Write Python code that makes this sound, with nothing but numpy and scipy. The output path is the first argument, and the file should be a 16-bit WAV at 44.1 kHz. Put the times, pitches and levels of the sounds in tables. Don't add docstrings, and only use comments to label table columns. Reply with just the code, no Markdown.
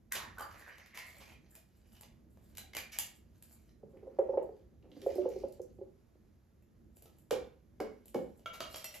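import sys
import numpy as np
from scipy import signal
from scipy.fft import rfft, irfft, next_fast_len
from scipy.io import wavfile
from scipy.ndimage import uniform_filter1d, map_coordinates

SR = 44100
rng = np.random.default_rng(int(sys.argv[2]) if len(sys.argv) > 2 else 0)


def rack_gain(trim_db):
    fader = np.asarray(trim_db, float)
    return 10 ** (fader / 20)


def waveform_to_disk(signal):
    frames = np.transpose(np.atleast_2d(signal))
    scaled = np.clip(frames, -1, 1) * 32767
    samples = np.round(scaled).astype(np.int16)
    wavfile.write(sys.argv[1], SR, samples)


N = 396900
TIME = np.arange(N) / SR

# mode_hz, level_db, t60_s
LID = [(1080, -6, 0.034), (1630, 14, 0.022), (1990, 5, 0.049), (2320, -3, 0.016), (2910, 1, 0.068),
       (3850, -16.5, 0.023), (4640, 1.5, 0.099), (5980, 10, 0.033), (8500, -2, 0.029),
       (11310, -17.5, 0.027), (12500, 2, 0.033)]
# mode_hz, level_db, t60_s
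SHELL = [(620, -10, 0.15), (1266, -9, 2), (1390, -21, 2.8), (2330, -25, 0.39), (2795, -19.5, 0.23),
         (3100, -25, 0.27), (3170, -14, 0.25), (3810, -1, 0.022), (4240, -15, 4.5), (4650, 4, 5.0),
         (5430, -0.5, 0.23), (5940, -27, 0.81), (7900, -23, 4.6)]
# mode_hz, level_db, t60_s
SIDE = [(1500, -18, 0.048), (2184, 5, 0.044), (2963, 6, 0.043), (3600, -7.5, 0.045), (4970, -12, .02)]
# mode_hz, width_hz, level_db
JAR = [(382, 280, 2.5), (388, 13, -4), (533, 61, -9.5), (800, 230, -27)]
# pitch_hz, level_db (per Hz)
SIZZLE = [(6000, -38.5), (7100, 5), (12400, 1), (14500, -1), (15500, -18), (16300, -55)]
# start_s, peak_db, weight_db (the body's answer), edge_db (sizzle)
CLINK = [
    (8.459, -40, -9, -15.5),
]


def unit(x):
    return x / np.sqrt(np.mean(x ** 2) + 1e-30)


def along(points, hz):
    f, v = np.transpose(points)
    return np.interp(np.log(hz + 1), np.log(f + 1), v)


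def wobble(rate):
    knots = rng.standard_normal(int(N * rate / SR) + 4)
    return map_coordinates(knots, [TIME * rate])


def filtered(x, response):
    m = next_fast_len(x.shape[-1] + 4096)
    spectrum = rfft(x, m) * response(np.fft.rfftfreq(m, 1 / SR))
    return irfft(spectrum, m)[..., :x.shape[-1]]


def peak(f, hz, width_hz):
    return 1j * f * width_hz / (hz * hz - f * f + 1j * f * width_hz + 1e-9)


def add(buses, k, s, sound):
    buses[k % len(buses), round(s * SR):][:len(sound)] += sound


def pair(two):
    # pitch_hz, left_right_likeness (0 to 1)
    likeness = [(40, .97), (125, .88), (350, .45), (1300, .2), (2400, .6), (3100, .8), (6200, .5),
                (7300, .93), (8200, 1)]
    turn = lambda hz: np.arccos(np.clip(along(likeness, hz), 0, 1)) / 2
    mid, side = filtered(two, lambda hz: np.array([np.cos(turn(hz)), np.sin(turn(hz))]))
    return np.array([mid + side, mid - side])


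def kitchen(buses, wet_db):
    # pitch_hz, t60_s
    decay = [(150, 0.59), (500, 0.34), (2000, 0.42), (6000, 0.31), (13000, 0.2)]
    out = np.zeros((2, N))
    for bus in buses:
        hz, t, z = signal.stft(rng.standard_normal((2, SR // 3)), SR, nperseg=256)
        dying = z * rack_gain(-60 * t / along(decay, hz)[:, None])
        tail = pair(signal.istft(dying, SR, nperseg=256)[1])
        tail = tail / np.linalg.norm(tail[0])
        tail = np.pad(tail, ((0, 0), (round(.006 * SR), 0)))
        echo = signal.oaconvolve(bus[None, :N], tail, axes=1)[:, :N]
        out += bus[:N] + rack_gain(wet_db) * echo
    return out


def fridge():
    # pitch_hz, level_db (per Hz)
    rumble_db = [(12, -60.5), (20, -32.5), (37, -16), (59, -4), (87, -7), (129, -13.5), (182, -14.5),
                 (237, -10.5), (266, -23), (323, -16), (387, -23), (632, -31.5), (1000, -52.5), (1300, -73),
                 (2200, -120)]
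    # pitch_hz, level_db (per Hz)
    hiss_db = [(300, -31.5), (550, -4), (800, -6.5), (1800, -11), (3100, -18.5), (6300, -18.5),
               (7600, -19.5), (12700, -19), (13300, -28), (16000, -55.5)]
    # time_s, level_db
    swell = [(0.0, -63), (1.85, -65.5), (2.1, -61), (2.43, -64.5), (2.76, -60.5), (3.41, -65), (4.54, -59),
             (4.74, -62.5), (5.76, -61.5), (6.47, -67.5), (7.37, -63.5), (9.0, -63)]
    rumble = unit(filtered(pair(rng.standard_normal((2, N))), lambda f: rack_gain(along(rumble_db, f))))
    hum = 0.18 * rack_gain(0.58 * wobble(5.3)) * np.sin(2 * np.pi * 60 * TIME + .5 * wobble(2.4))
    hiss = unit(filtered(pair(rng.standard_normal((2, N))), lambda f: rack_gain(along(hiss_db, f))))
    level_db = np.interp(TIME, *np.transpose(swell)) + 1.8 * wobble(7) + 1.2 * wobble(3.5)
    return rack_gain(level_db) * (rumble + hum) + rack_gain(-81 + 0.91 * wobble(7.8)) * hiss


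def stroke(start, top, end, db):
    swell_db, fade_db = 13, 26
    gain = np.zeros(N)
    on = slice(round((start - .01) * SR), round((max(top, end) + .01) * SR))
    times = [start - .01, start, top, end, end + .01]
    gain[on] = rack_gain(np.interp(TIME[on], times, [-130, db - swell_db, db, db - fade_db, -130]))
    return gain


def grit(rate, clump_db):
    slips = (rng.random(N) < rate / SR) * rng.exponential(1, N)
    slips = signal.lfilter([1], [1, -np.exp(-1 / (0.0012 * SR))], slips)
    return unit(rng.standard_normal(N) * (0.47 + slips) * rack_gain(clump_db * wobble(29.96)))


def patchy(x, patchy_db):
    z = signal.stft(x, nperseg=256)[2]
    field = uniform_filter1d(rng.standard_normal(z.shape), size=3, axis=0)
    field = uniform_filter1d(field, size=12, axis=1)
    return signal.istft(z * rack_gain(patchy_db * unit(field)), nperseg=256)[1][:N]


def hump(t, ms):
    return (1 - np.exp(-t / (ms / 6000))) / (1 + (t / (ms / 1000)) ** 4)


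def burst(ms, size):
    shape = hump(np.arange(size) / SR, ms)
    z = rfft(shape * rng.standard_normal(size))
    x = shape * irfft(z / np.abs(z) ** .8, size) / (shape + .05)
    return x * np.linalg.norm(shape) / np.linalg.norm(x)


def metal(buses, events, modes, ms, wall_db, ring_db, scatter_db, flexes=True):
    wall_share = 0.56
    flex = .02
    panel_width = 0.087
    t = np.arange(8192) / SR
    for k, (s, db, low_db, high_db) in enumerate(events):
        mid_db = wall_db + wall_share * low_db
        colour = [(200, low_db - 0.5), (600, low_db + 9.0), (1300, mid_db + 4.5), (2600, -5.0),
                  (6300, -10.0), (7200, high_db + 3), (12500, high_db), (14600, high_db - 3.5),
                  (15900, high_db - 20.5), (16500, -99.5)]
        bent = 1 + flex * flexes * rng.standard_normal(len(modes))
        stirred = rack_gain(-13 + 7.5 * rng.standard_normal(len(modes)))
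        panels = lambda f: 0.93 + np.abs(sum(
            g * peak(f, b * m[0], panel_width * m[0]) for g, b, m in zip(stirred, bent, modes)))
        crack = filtered(burst(ms, size=len(t)), lambda hz: rack_gain(along(colour, hz)) * panels(hz))
        ring = 0
        for b, (hz, level, t60) in zip(bent, modes):
            mode_db = level + along(colour, hz) + rng.normal(0, scatter_db)
            ring = ring + rack_gain(mode_db - 60 * t / t60) * np.sin(2 * np.pi * b * hz * t)
        add(buses, k, s, rack_gain(db) * (crack + rack_gain(ring_db) * ring))


def rings(buses, panels, spread):
    t = np.arange(SR // 3) / SR
    twins = rng.standard_normal((len(panels), 4))
    for k, (s, hz, db, t60) in enumerate(panels):
        beating = sum(np.sin(2 * np.pi * hz * (1 + spread * u) * t) for u in twins[k])
        tones = np.sin(2 * np.pi * hz * t) + 0.45 * beating
        add(buses, k, s, rack_gain(db - 60 * t / t60) * (1 - np.exp(-t / 0.0017)) * tones)


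def plops(buses, events, column, slap_db, other_db):
    t = np.arange(SR // 5) / SR
    sag = t + 0.00077 * (1 - np.exp(-t / 0.0016))
    jar = lambda f: sum((-1) ** k * rack_gain(db) * peak(f, hz, w) for k, (hz, w, db) in enumerate(JAR))
    dull = lambda f: peak(f, 737, 410) ** 2 * peak(f, 910, 1200)
    for k, (s, db, hz, ms) in enumerate(events):
        other_hz = (385 if hz > 460 else 540) * rng.normal(1, .04)
        both = np.sin(2 * np.pi * hz * sag) + rack_gain(other_db) * np.sin(2 * np.pi * other_hz * sag)
        wall_gain = rack_gain(-12 + rng.normal(0, 2.8))
        wall_hz = 780.7 * rng.normal(1, 0.068)
        both += wall_gain * np.sin(2 * np.pi * wall_hz * t) * rack_gain(-t / 0.0014)
        push = both * hump(t, ms) * rack_gain(-t / 0.0057)
        slap = filtered(hump(t, 0.79 * ms) * rng.standard_normal(len(t)), dull)
        slap = rack_gain(slap_db + 1.0) * slap / np.abs(slap).max()
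        add(buses, k, s, rack_gain(db) * (0.65 * push + column * filtered(push, jar) + slap))


def ring_on(tin):
    # start_s, pitch_hz, level_db, t60_s
    left_ringing = [(0.15, 2900, -59, 0.15), (0.14, 3600, -51, .15), (0.395, 3100, -54, 0.03),
                    (0.424, 3010, -59, .03), (0.423, 4700, -50, 0.025), (0.121, 1536, -41, .03),
                    (0.121, 2060, -42, .03), (0.381, 1492, -46, 0.062), (2.734, 2110, -49.5, .03),
                    (2.749, 2080, -47.5, .035), (2.749, 2890, -43, .03), (2.766, 2400, -42, 0.054),
                    (2.987, 760, -54, 0.021), (0.975, 1007, -59.5, 0.22), (1.552, 2440, -67.5, 0.058),
                    (2.585, 3970, -54, 0.11), (2.635, 764, -65, 0.069), (2.92, 4800, -63.5, .08),
                    (2.988, 2757, -50, 0.12), (2.988, 6130, -50, 0.15), (2.988, 12500, -36, 0.036),
                    (7.06, 1293, -74, 0.12), (7.311, 3570, -64, 0.32), (7.311, 2360, -55, 0.14),
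                    (7.801, 2200, -53.5, 0.087), (7.801, 1587, -53, 0.078)]
    rings(tin, left_ringing, spread=.022)


def drag_lid(tin):
    # start_s, peak_db, weight_db (the body's answer), edge_db (sizzle)
    brushes = [
        (6.9673, -57, 6, 1.5),
        (7.0221, -54.5, 4.5, 0.5),
        (7.0563, -51.5, 5.5, -9),
        (7.1844, -64.5, 6, 4),
        (8.0561, -56.5, 7, 3.5),
        (8.08, -53, -13.5, -0.5),
        (8.3938, -60, 10, -9),
    ]
    drags = [
        (0.1476, -32, -12.5, -15),
        (0.669, -59, 5, -5),
        (0.9424, -47, -6.5, -9.5),
        (1.2017, -47, -8.5, -20.5),
        (2.918, -41.5, -30, -10),
        (8.5306, -44, -7, -11),
        (8.938, -44, -11.5, -6),
    ]
    metal(tin, brushes, LID, ms=4.2, wall_db=-29.0, ring_db=-22.5, scatter_db=0.5)
    metal(tin, drags, LID, ms=25.6, wall_db=-8, ring_db=-33.0, scatter_db=3)


def knock_can(tin):
    # start_s, peak_db, weight_db (the body's answer), edge_db (sizzle)
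    knocks = [
        (7.3082, -25.5, -8.5, -11),
        (7.8015, -40, 10.5, -9.5),
        (8.144, -39, 4.5, -9),
    ]
    # start_s, peak_db,
    # pitch_hz, contact_ms
    thuds = [
        (3.831, -48, 187.4, 12.2),
        (7.312, -22, 475, 9.8),
        (7.325, -29, 288, 2.7),
        (7.351, -44.5, 73.4, 145),
        (7.801, -28.5, 428, 11.3),
        (7.81, -33, 265, 6.6),
        (8.146, -24.5, 496, 9.6),
        (8.158, -28, 224, 5.8),
    ]
    metal(tin, knocks, SIDE, ms=4.4, wall_db=0.0, ring_db=-20, scatter_db=2.0)
    plops(tin, thuds, column=0.25, slap_db=-24, other_db=-5.0)


def drop_lid(tin):
    # start_s, peak_db, weight_db (the body's answer), edge_db (sizzle)
    taps = [
        (8.6044, -31, -4, -11.5),
        (8.7425, -38.5, -4, -10),
        (8.7585, -40, -10, 0.5),
        (8.7811, -44.5, -20, -9),
        (8.8425, -39, -9.5, 0.5),
    ]
    # mode_hz, level_db, t60_s
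    rim = [(650, -4, 0.049), (1364, -8, 0.38), (2254, -8, 0.26), (3060, -9, 0.028), (3260, -3, 0.045),
           (3510, -30, 0.1), (6400, -21, 0.14)]
    # start_s, pitch_hz, level_db, t60_s
    rattle = [(8.459, 1350, -52, 0.21), (8.459, 2270, -59, 0.32), (8.459, 2896, -60.5, .15),
              (8.459, 3240, -51, 0.052), (8.545, 2800, -59, 0.12), (8.53, 6400, -65, 0.1),
              (8.535, 3760, -68, .2), (8.605, 629, -45, 0.055), (8.605, 1359, -55.5, 0.36),
              (8.605, 1243, -55, .2), (8.605, 2297, -62, 0.28), (8.605, 2860, -59.5, 0.76),
              (8.605, 3180, -53, 0.22), (8.605, 4670, -57, 0.19), (8.605, 6180, -57, .11),
              (8.746, 3230, -50, 0.093), (8.746, 575, -63, 0.093), (8.746, 4650, -56, .07),
              (8.746, 5486, -54.5, 0.24), (8.746, 7040, -69, 0.11), (8.845, 620, -63, 0.19),
              (8.845, 2014, -57.5, 0.082), (8.845, 2690, -58, 0.22), (8.845, 4307, -55.5, 0.14),
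              (8.845, 5000, -56, 0.081), (8.845, 5670, -55.5, 0.17), (8.78, 12500, -48, .03),
              (8.846, 12500, -41, .03), (8.76, 11500, -45, .03), (8.845, 7300, -62, .2),
              (8.94, 630, -62, 0.13), (8.94, 2000, -60.5, .15), (8.94, 2800, -59.5, .2),
              (8.94, 5510, -63, 0.16)]
    held = [(hz, db, min(t60, .11)) for hz, db, t60 in SHELL + SHELL + rim]
    metal(tin, taps, held, ms=3.7, wall_db=-2.5, ring_db=-22, scatter_db=3.5)
    metal(tin[1:], CLINK, rim + SHELL[4:7], ms=4.8, wall_db=5.0, ring_db=-0.5, scatter_db=4, flexes=False)
    rings(tin, rattle, spread=.014)


def peel_lid(tin):
    # start_s, peak_db, weight_db (the body's answer), edge_db (sizzle)
    peel = [(0.1209, -27, -27, -2.5), (0.1646, -32, -11, -16), (0.3835, -45, 0.5, -3),
            (0.3943, -41.5, -3, -9), (0.4076, -44, -6.5, -0.5), (0.4245, -46.5, -3, -5.5),
            (0.1527, -30, -12, -7), (0.485, -59, -2, -8), (0.525, -54, -9.5, -9), (0.5431, -51, 3, -17),
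            (0.6105, -50.5, 1, -14), (0.7817, -45.5, -7.5, -12), (0.834, -65, -7.5, -10),
            (0.8592, -48, -14, -11), (0.9733, -35, -22.5, -8.5), (0.989, -38, -14, -12),
            (1.104, -51, -22.5, -13), (1.319, -51.5, -2, -15), (1.5516, -48, -18, 0)]
    bend = [(1.9512, -59.5, -13, -18), (1.966, -56, -7, -12), (2.0094, -51, -5, 5),
            (2.0325, -44, -5.5, -37), (2.3717, -62.5, 9.5, -7), (2.551, -50, -15, -8),
            (2.571, -36, -27.5, -5.5), (2.581, -36.5, -11, -3), (2.7336, -39.5, -11, -16.5),
            (2.7495, -34.5, -4, -5.5), (2.767, -26, -9, -6), (3.4243, -50, -12, 1)]
    snap = [
        (2.9867, -20, -16, -1.5),
    ]
    metal(tin, peel, LID, ms=4.2, wall_db=-2.5, ring_db=-31.5, scatter_db=2.0)
    metal(tin, bend, LID, ms=3.6, wall_db=-9, ring_db=-26, scatter_db=2)
    metal(tin[2:], snap, SIDE, ms=2.2, wall_db=-8, ring_db=-28.0, scatter_db=0.5)


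def mouth(move, hz):
    """One jerk of the seam in the can's mouth: an empty stub, replaced by the full definition just below."""


def mouth(bent, move, hz):
    mouth_tones = [(1, -2), (.84, -7), (0.58, -15.5), (1.3, -14)]
    gain = stroke(*move)
    on = gain > 0
    gain[on] *= sum(rack_gain(db) * np.sin(2 * np.pi * share * hz * t[on])
                    for t, (share, db) in zip(bent, mouth_tones))
    return gain


def rubbing():
    # start_s, strongest_s, end_s, level_db, edge_db
    rubs = [(0.109, 0.118, 0.13, -57, -10), (5.22, 5.324, 5.45, -71.5, -14),
            (0.248, 0.566, 1.34, -64.5, -11.5), (0.903, 0.99, 1.54, -60, -13),
            (0.16, 0.22, 0.39, -66, -5.5), (1.05, 1.365, 1.33, -63.5, -7.5),
            (1.684, 1.975, 2.16, -72, -0.5), (1.48, 1.56, 1.75, -71.5, -1), (2.3, 2.536, 2.61, -74, -4.5),
            (2.916, 2.952, 3.205, -59, 4.5), (3.273, 3.54, 3.85, -71.5, -4), (3.895, 4.309, 5.4, -82, -10),
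            (4.898, 5.118, 5.28, -60.5, -12.5), (5.122, 5.238, 5.71, -67.5, -13.5),
            (5.303, 5.423, 6.17, -78, -10.5), (6.9, 7.02, 7.45, -78, -2.5), (7.3, 7.36, 7.6, -75, -3.5),
            (7.8, 7.84, 9.3, -82, -6), (8.05, 8.2, 8.8, -80, 0), (8.424, 8.47, 8.4, -64, -10),
            (8.571, 8.73, 9.8, -53.5, -13.5)]
    # start_s, strongest_s, end_s, level_db, resonance_hz
    seam_jerks = [(0.115, 0.123, 0.17, -47, 1894), (0.138, 0.174, 0.3, -47.5, 1051),
                  (0.145, 0.168, 0.37, -53, 1742), (0.362, 0.398, 0.49, -51.5, 1151),
                  (0.391, 0.42, 0.6, -54, 1331), (0.503, 0.59, 1.1, -65.5, 1988),
                  (0.605, 0.67, 0.88, -61, 2063), (0.757, 0.787, 1.08, -67.5, 1944),
                  (0.925, 0.99, 1.13, -51, 2156), (1.08, 1.23, 1.32, -65.5, 2290),
                  (1.255, 1.326, 1.37, -67, 2440), (1.48, 1.537, 1.42, -65.5, 2407),
                  (1.5, 1.55, 1.56, -79, 1604), (1.943, 1.967, 2.1, -73.5, 2910),
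                  (1.957, 2.034, 2.2, -78, 912), (2.75, 2.772, 2.72, -57, 2364),
                  (2.762, 2.78, 2.85, -55, 1750), (0.653, 0.67, 0.77, -54.5, 1780),
                  (2.915, 2.944, 3, -55.5, 2188), (2.91, 2.93, 2.84, -49, 3100)]
    # pitch_hz, level_db (per Hz)
    scrape = [(250, -8), (600, 5.5), (1000, -7), (2200, -8.5), (3500, -7.5), (6500, -6.5), (7500, -24)]
    sheet = lambda modes, width_hz: lambda f: (
        rack_gain(along(scrape, f)) * (.45 + sum(peak(f, m[0], width_hz) for m in modes)))
    lid = unit(filtered(grit(440, clump_db=3.5), sheet(LID, 900)))
    can = .6 * unit(filtered(grit(900, clump_db=1.5), sheet(SHELL, 45)))
    body = patchy(np.where(TIME < CLINK[0][0], lid, can), patchy_db=3.5)
    sizzle = unit(filtered(grit(750, clump_db=6), lambda f: rack_gain(along(SIZZLE, f))))
    band = unit(filtered(grit(4000, clump_db=2), lambda f: 1 / (1 + (f / 190) ** 2)))
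    bent = [np.cumsum(1 + .04 * wobble(14)) / SR for _ in range(4)]
    seam = band * sum(mouth(bent, move, hz) for *move, hz in seam_jerks)
    strokes = sum(stroke(*move) * (rack_gain(-6.0) * body + rack_gain(edge_db + 2.5) * sizzle)
                  for *move, edge_db in rubs)
    return strokes + rack_gain(4.5) * seam


def ticks(buses):
    # start_s, peak_db, pitch_hz, sizzle_db
    pea_ticks = [(3.97, -60, 2000, -19), (4.1869, -53, 1980, -11.5), (4.374, -52, 1930, -37.5),
                 (4.4268, -63, 1860, 0.5), (4.8249, -66.5, 2900, -21), (4.9152, -56.5, 3260, -23),
                 (5.0155, -52, 3720, -5), (5.1178, -64, 6860, -9), (5.1393, -61, 3400, -2),
                 (5.1532, -55.5, 4550, 3.5), (5.2165, -59, 2840, -17), (5.2879, -58.5, 6200, 3),
                 (5.36, -57.5, 4500, -8), (5.3857, -58.5, 6500, -7), (5.4157, -69, 4600, -11),
                 (5.4834, -70.5, 4900, 8), (5.5223, -57.5, 4670, 0.5), (5.6161, -63, 6300, 3),
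                 (6.6228, -72.5, 2270, 0)]
    t = np.arange(SR // 20) / SR
    for k, (s, db, hz, sizzle_db) in enumerate(pea_ticks):
        spit = lambda f: 2.14 * peak(f, hz, 0.29 * hz) * peak(f, hz, hz) + rack_gain(sizzle_db + along(SIZZLE, f))
        add(buses, k, s, rack_gain(db) * filtered(hump(t, 5.0) * rng.standard_normal(len(t)), spit))


def rolling():
    # start_s, strongest_s, end_s, level_db
    rumble = [
        (3.811, 4.373, 4.81, -44.5),
        (4.827, 5.213, 5.87, -42.5),
    ]
    jar = lambda f: sum(rack_gain(db) * peak(f, hz, w) for hz, w, db in JAR) * peak(f, 290, 190)
    return rack_gain(-10.5) * sum(stroke(*move) for move in rumble) * unit(filtered(grit(40, clump_db=4.0), jar))


def pour(jar):
    # start_s, peak_db, pitch_hz, contact_ms
    first_pour = [(3.831, -46, 419, 13), (3.93, -53.5, 528, 40), (4.027, -47, 403, 15),
                  (4.069, -39.5, 520, 18), (4.187, -19, 537, 14), (4.215, -30.5, 446, 12),
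                  (4.29, -26, 528, 19), (4.334, -29.5, 546, 19), (4.336, -38, 870, 17),
                  (4.378, -34.5, 800, 11), (4.41, -43, 875, 20), (4.44, -40.5, 535, 13),
                  (4.27, -41.5, 530, 10), (4.373, -19.5, 521, 8.9), (4.419, -35, 519, 19),
                  (4.49, -38, 402, 8.5), (4.552, -62, 397, 12)]
    second_pour = [(4.851, -58.5, 352, 37), (4.916, -55.5, 298, 21), (4.965, -45, 291, 17),
                   (5.018, -42.5, 390, 81), (5.063, -22.5, 521, 12), (5.089, -34, 540, 20),
                   (5.112, -37, 409, 10), (5.154, -34.5, 367, 19), (5.181, -25, 370.6, 22),
                   (5.255, -24.5, 510, 14.8), (5.279, -34, 485, 15), (5.309, -39.5, 384, 26),
                   (5.358, -34.5, 388, 17), (5.436, -28.5, 537, 12), (5.596, -35, 498, 14.4),
                   (5.786, -47, 352, 14), (5.810, -39, 388, 20), (5.838, -54.5, 352, 25),
                   (6.154, -58.5, 320, 5.7)]
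    plops(jar, first_pour, column=0.49, slap_db=-19.5, other_db=-9.0)
    plops(jar, second_pour, column=0.5, slap_db=-30, other_db=-5.5)
    jar[1, :N] += rolling()
    return filtered(jar, lambda f: 1 / (1 + 1j * f / 2200) ** 2)


def scene():
    tin, jar = np.zeros((4, N + SR)), np.zeros((3, N + SR))
    ring_on(tin)
    drag_lid(tin)
    knock_can(tin)
    drop_lid(tin)
    peel_lid(tin)
    tin[0, :N] += rubbing()
    ticks(tin)
    jar = pour(jar)
    return kitchen(tin, wet_db=0.5) + kitchen(jar, wet_db=-5.5) + fridge()


def top_cut(x):
    return signal.sosfilt(signal.butter(12, 16470, fs=SR, output="sos"), x)


def record(dry):
    # pitch_hz, left_minus_right_db
    lean = [(40, -1.5), (300, -3), (2200, -1.8), (5200, -4), (6500, -2.5), (7300, 1), (8300, 0)]
    # pitch_hz, left_lead_rad
    lead = [(1200, .25), (5200, -1.1), (8550, 3.08), (9450, 3.2), (11500, 5.8), (12800, 6.35), (13400, 7.3),
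            (16500, 10.6)]
    half = lambda f: rack_gain(along(lean, f) / 2) * np.exp(.5j * np.interp(f, *np.transpose(lead)))
    ports = filtered(dry, lambda f: np.array([half(f), 1 / half(f)]))
    return top_cut(ports)


dry = scene()
out = record(dry)
waveform_to_disk(out)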